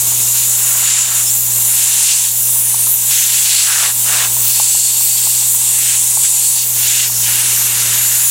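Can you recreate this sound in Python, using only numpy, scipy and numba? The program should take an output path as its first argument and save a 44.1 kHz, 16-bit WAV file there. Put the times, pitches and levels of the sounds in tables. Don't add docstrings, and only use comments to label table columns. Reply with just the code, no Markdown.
import sys
import numpy as np
from scipy import signal
from scipy.fft import rfft, irfft
from scipy.io import wavfile
from scipy.ndimage import uniform_filter1d
from numba import njit

SR = 44100
rng = np.random.default_rng(int(sys.argv[2]) if len(sys.argv) > 2 else 0)


def output_pcm(signal):
    pcm = np.clip(np.atleast_2d(signal).T, -1, 1) * 32767
    wavfile.write(sys.argv[1], SR, np.round(pcm).astype(np.int16))


N = 366030
FRAME, HOP = 512, 128
TIME = np.arange(N) / SR
FRAME_S = np.arange(N // HOP + 2) * HOP / SR
BIN_HZ = np.maximum(np.arange(FRAME // 2 + 1), .5)[:, None] * SR / FRAME
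SPECTRUM_HZ = np.maximum(np.fft.rfftfreq(N, 1 / SR), 1)

# start_s, end_s, swell_s, level_db, first_edge_hz, last_edge_hz, lift_db
JET_GUSTS = [(0.327, 0.43, 0.036, -57, 2800, 2800, 0), (0.397, 1.195, 0.38, -58.5, 900, 845, 0),
             (0.828, 1.02, 0.055, -52, 2500, 2300, 2.5), (1.64, 2.263, 0.2, -53.5, 1400, 2380, 5),
             (1.966, 2.132, 0.14, -43.5, 3700, 3400, -1), (3.082, 3.627, 0.036, -50, 2180, 2270, 0.5),
             (3.286, 3.64, 0.35, -46, 2840, 2570, 1), (3.59, 3.869, 0.088, -47.5, 1430, 720, 3),
             (4.027, 4.23, 0.1, -52, 614, 674, 1), (4.54, 4.89, 0.18, -64, 3560, 3930, 2.5),
             (4.4, 5.417, 0.11, -54, 3200, 3680, 0), (5.64, 5.935, 0.28, -51.5, 1800, 2040, -3.5),
             (6.177, 6.54, 0.19, -67, 3500, 4200, 5), (6.227, 6.246, .02, -50.5, 2100, 2100, 3),
             (6.544, 6.607, 0.034, -50, 3300, 3500, 2), (6.74, 7.038, 0.17, -50.5, 2350, 2160, 3),
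             (7.215, 7.38, 0.083, -59, 2000, 1800, -2.5), (7.202, 8.304, 0.062, -58.5, 1700, 1230, 2)]


def amp(db):
    return 10 ** (np.asarray(db) / 20)


def controls(table):
    times_s, *columns = np.transpose(table)
    return [np.interp(FRAME_S, times_s, column) for column in columns]


def colour(table, hz):
    points_hz, db = np.transpose(table)
    return np.interp(np.log(hz), np.log(points_hz), db)


def bump(hz, width_hz):
    return np.exp(-((BIN_HZ - hz) / width_hz) ** 2)


def wander(width_hz, seconds):
    field = rng.standard_normal((len(BIN_HZ), len(FRAME_S)))
    for _ in range(2):
        field = uniform_filter1d(field, max(1, int(width_hz * FRAME / SR)), axis=0)
        field = uniform_filter1d(field, max(1, int(seconds * SR / HOP)), axis=1)
    return field / field.std()


def turbulence(db):
    white = rng.standard_normal((len(FRAME_S) - 1) * HOP) * np.sqrt(SR / 2)
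    frames = signal.stft(white, nperseg=FRAME, noverlap=FRAME - HOP)[2]
    return signal.istft(frames * amp(db), nperseg=FRAME, noverlap=FRAME - HOP)[1][:N]


def shape(x, db):
    return irfft(rfft(x) * amp(db), N)


def room(hum_trim_db=-0.5, side_db=-16):
    # pitch_hz, level_db
    hum_tones = [(59.24, -45), (119.97, -30.2), (215.4, -54), (239.94, -60)]
    # frequency_hz, level_db_per_hz
    ventilation = [(25, -80), (70, -69), (160, -70), (215, -66), (290, -68.5), (370, -67.5), (450, -64.5),
                   (500, -74), (620, -68.5), (900, -70.5), (1400, -101), (5000, -107)]
    hum = sum(amp(db) * np.sqrt(2) * np.sin(2 * np.pi * (hz * TIME + rng.random()))
              for hz, db in hum_tones)
    white = rng.standard_normal((2, N)) * np.sqrt(SR / 2)
    mid, side = shape(white, colour(ventilation, SPECTRUM_HZ))
    return amp(hum_trim_db) * hum + mid + amp(side_db) * np.array([side, -side])


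def tip_resonances():
    # centre_hz, width_hz, gain_db
    tube_ripple = [(2800, 200, 1.8), (3600, 200, 1.6), (4900, 230, -1.5), (5800, 180, -1.5),
                   (6150, 200, 1.8), (6550, 200, -1.5), (7000, 200, 1.8), (7400, 180, -1.2),
                   (7780, 180, 1.5), (8280, 220, -2.6)]
    # start_s, end_s, first_hz, last_hz, width_hz, boost_db
    gap_whistles = [ (1.262, 1.307, 5150, 5600, 240, 18), (1.575, 1.8, 10400, 9900, 1300, 5),
                    (2.374, 2.95, 10000, 9800, 1600, 4), (3.128, 3.27, 6400, 6300, 500, 5.5),
                    (3.45, 3.69, 4330, 4550, 445, 4.5), (3.85, 4.45, 15200, 15100, 600, 1),
                    (4.377, 5.503, 4400, 4550, 260, 7.5), (4.45, 6.65, 8400, 8300, 330, 5),
                    (4.95, 6.2, 12800, 12300, 700, 2.5), (6.148, 6.7, 4600, 4560, 300, 6),
                    (6.84, 7.065, 7200, 7500, 600, 2.5), (7.05, 7.263, 5350, 5750, 900, 7.5),
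                    (7.253, 7.55, 11200, 10800, 450, 6.5), (7.242, 7.43, 13200, 14700, 500, 8),
                    (7.53, 7.68, 5900, 6100, 600, 4), (7.503, 7.76, 12200, 12800, 750, 9.5),
                    (7.79, 8.3, 11400, 12500, 900, 4.5)]
    db = sum(gain_db * bump(hz, width_hz) for hz, width_hz, gain_db in tube_ripple)
    for start, end, first_hz, last_hz, width_hz, boost_db in gap_whistles:
        progress = np.clip((FRAME_S - start) / (end - start), 0, 1)
        opening = np.sqrt(np.abs(np.sin(np.pi * progress)))
        pitch_hz = first_hz + (last_hz - first_hz) * progress
        db = db + boost_db * opening * bump(pitch_hz, width_hz)
    return db


def suction(ring_db, slot_width_hz=700, gulp_half_s=0.063, film_db=0.94, shimmer_db=1.4, flutter_db=.5):
    # time_s, level_db, sizzle_db, slot_db
    tip_draw = [(0, -50, 3, 5.5), (0.78, -47.5, 5, 7.5), (0.92, -50, -1, 11.5), (1.2, -47.5, 2, 9),
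                (1.5, -52.5, 9.5, 7.5), (2.05, -44.5, -1, 2), (2.4, -50, 10, 6.5), (2.78, -48.5, 3.5, 0.5),
                (3.35, -43.5, 3, 7), (3.98, -48, 4, 3), (4.42, -51, 4.5, 3.5), (4.65, -44.5, 0.5, 7.5),
                (5.12, -46.5, 5.5, 7), (5.5, -46.5, 2, 6), (5.88, -43, -3, 7), (6.5, -47.5, 5, 4.5),
                (6.7, -49.5, 7, 2.5), (7.12, -53, 6.5, 7), (7.42, -49, -1, 1), (7.92, -54, 1.5, 5.5),
                (8.3, -46, 8, 6.5)]
    # time_s, pitch_hz
    slot_pitch = [(0, 7000), (2.3, 7360), (3.3, 7330), (4.4, 7600), (4.58, 7510), (6.5, 7350), (6.75, 7130)]
    # frequency_hz, gain_db
    hiss_colour = [(300, -33.5), (600, -30.5), (900, -13.5), (1400, -26.5), (2200, -18.5), (2800, -15),
                   (3200, -13.5), (3600, -11), (4900, -12), (6200, -4.5), (8300, 0.5), (9200, 1.5),
                   (11500, -3), (15800, -10), (17500, -36)]
    # time_s, treble_boost_db
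    gulps = [(1.36, 4.5), (2.93, 6.5), (4.48, 10), (5.04, 5.5), (5.28, 2.5), (5.54, 4.5), (6.05, 1),
             (6.63, 0)]
    level_db, sizzle_db, slot_db = controls(tip_draw)
    slot_hz, = controls(slot_pitch)
    treble = np.clip((BIN_HZ - 9500) / 4500, 0, 1)
    gulp_db = sum(boost_db * np.exp(-((FRAME_S - s) / gulp_half_s) ** 2) for s, boost_db in gulps)
    lift_db = sum(db * gust(start, end, swell_s) for start, end, swell_s, *_, db in JET_GUSTS)
    hiss_db = level_db + colour(hiss_colour, BIN_HZ) + ring_db
    hiss_db += (sizzle_db + gulp_db) * treble
    hiss_db += lift_db * (1 - 0.9 * treble)
    hiss_db += (slot_db + 0.24 * lift_db) * bump(slot_hz, slot_width_hz)
    hiss_db += (film_db + shimmer_db * treble) * wander(width_hz=650, seconds=0.066)
    hiss_db += flutter_db * wander(width_hz=5200, seconds=.012)
    return turbulence(hiss_db)


def hose(x, peak_db=4.0, valley_db=-1.33, width_hz=24):
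    standing_waves = [1351, 1462, 1552, 1622, 1743, 1860, 1985, 2070, 2173, 2255, 2345, 2540, 2793]
    comb = sum(np.exp(-((SPECTRUM_HZ - hz) / width_hz) ** 2) for hz in standing_waves)
    in_band = (SPECTRUM_HZ > standing_waves[0] - 150) & (SPECTRUM_HZ < standing_waves[-2])
    return shape(x, peak_db * comb + valley_db * in_band)


def syringe_rush(ring_db, spray_db=-69.5, spray_edge_hz=660, spatter_db=1.32):
    # frequency_hz, gain_db
    rush_colour = [(700, -1.5), (1600, 0.5), (2200, -1.5), (2800, 1.5), (3300, -0.5), (4400, 0), (5000, 0),
                   (6200, 2), (8300, 3), (16000, -42)]
    power = amp(spray_db) ** 2 * hollow(spray_edge_hz) * np.ones(len(FRAME_S))
    for start, end, swell_s, level_db, first_hz, last_hz, _ in JET_GUSTS:
        strength = amp(level_db) * gust(start, end, swell_s)
        blowing = strength > 0
        edge_hz = np.interp(FRAME_S[blowing], [start, end], [first_hz, last_hz])
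        power[:, blowing] += strength[blowing] ** 2 * hollow(edge_hz)
    droplets_db = spatter_db * wander(width_hz=2100, seconds=.009)
    return turbulence(10 * np.log10(power) + colour(rush_colour, BIN_HZ) + ring_db + droplets_db)


def hollow(edge_hz, steepness=5, focus_db=1.5):
    focus = amp(focus_db * bump(1.5 * edge_hz, width_hz=0.11 * edge_hz)) ** 2
    return focus / (1 + (edge_hz / BIN_HZ) ** steepness)


def gust(start, end, swell_s, release_s=0.064):
    rise = np.clip((FRAME_S - start) / swell_s, 0, 1)
    return rise * np.clip(1 - (FRAME_S - end) / release_s, 0, 1)


def knock(pitch_spread=0.062, push_s=0.0021):
    # pitch_hz, t60_s, level_db
    jaw_modes = [(784, 0.022, 9), (913, 0.015, 27), (1066, 0.022, 17.5), (1620, 0.022, 0.5)]
    t = TIME[:SR // 16]
    detune = np.exp(pitch_spread * rng.standard_normal())
    ring = sum(amp(db - 60 * t / t60) * np.sin(2 * np.pi * hz * detune * t) for hz, t60, db in jaw_modes)
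    ring *= 1 - np.exp(-(t / push_s) ** 2)
    return ring / np.abs(ring).max()


def taps(faint_db=-29, faint_count=90):
    # time_s, peak_db
    clear_taps = [(0.119, -22), (1.482, -27), (2.49, -23), (2.56, -20), (2.742, -13.5), (2.868, -18),
                  (4.366, -23), (4.443, -32.5), (4.598, -5), (4.748, -13.5), (5.007, -16), (5.27, -14),
                  (6.172, -9.5), (6.562, -21), (7.097, -22)]
    times_s = rng.uniform(0, TIME[-1], faint_count)
    peaks_db = faint_db + rng.uniform(-6, 6, faint_count)
    out = np.zeros(N + SR)
    for time_s, peak_db in [*clear_taps, *zip(times_s, peaks_db)]:
        tap = amp(peak_db) * knock()
        at = int(time_s * SR)
        out[at:at + len(tap)] += tap
    return out[:N]


def scene(side_delay_s=.007):
    # frequency_hz, side_re_mid_db
    stereo_width = [(900, -46), (3500, -75), (4500, -66), (5700, -60), (6600, -19.5), (8200, -31.5),
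                    (10000, -24.5), (11300, -49), (13000, -52)]
    ring_db = tip_resonances()
    mouth = hose(suction(ring_db) + syringe_rush(ring_db)) + taps()
    delayed = np.interp(TIME - side_delay_s, TIME, mouth, left=0)
    side = shape(delayed, colour(stereo_width, SPECTRUM_HZ))
    return mouth + np.array([side, -side]) + room()


@njit
def follow(power, rise, fall):
    out = np.empty(len(power))
    envelope = power[:500].mean()
    for i in range(len(power)):
        envelope += (power[i] - envelope) * (rise if power[i] > envelope else fall)
        out[i] = envelope
    return out


def record(dry):
    threshold_db, ratio, makeup_db = -13.2, 8, .7
    attack_s, release_s, top_hz = .012, .062, 15850
    power = uniform_filter1d(np.mean(dry ** 2, axis=0), size=300)
    envelope = follow(power, 1 / (attack_s * SR), 1 / (release_s * SR))
    excess_db = np.maximum(10 * np.log10(envelope + 1e-12) - threshold_db, 0)
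    gain_db = makeup_db - uniform_filter1d(excess_db, size=400) * (1 - 1 / ratio)
    low_pass = signal.ellip(12, .1, 80, top_hz, fs=SR, output="sos")
    return signal.sosfilt(low_pass, np.clip(dry * amp(gain_db), -1, 1))


dry = scene()
out = record(dry)
output_pcm(out)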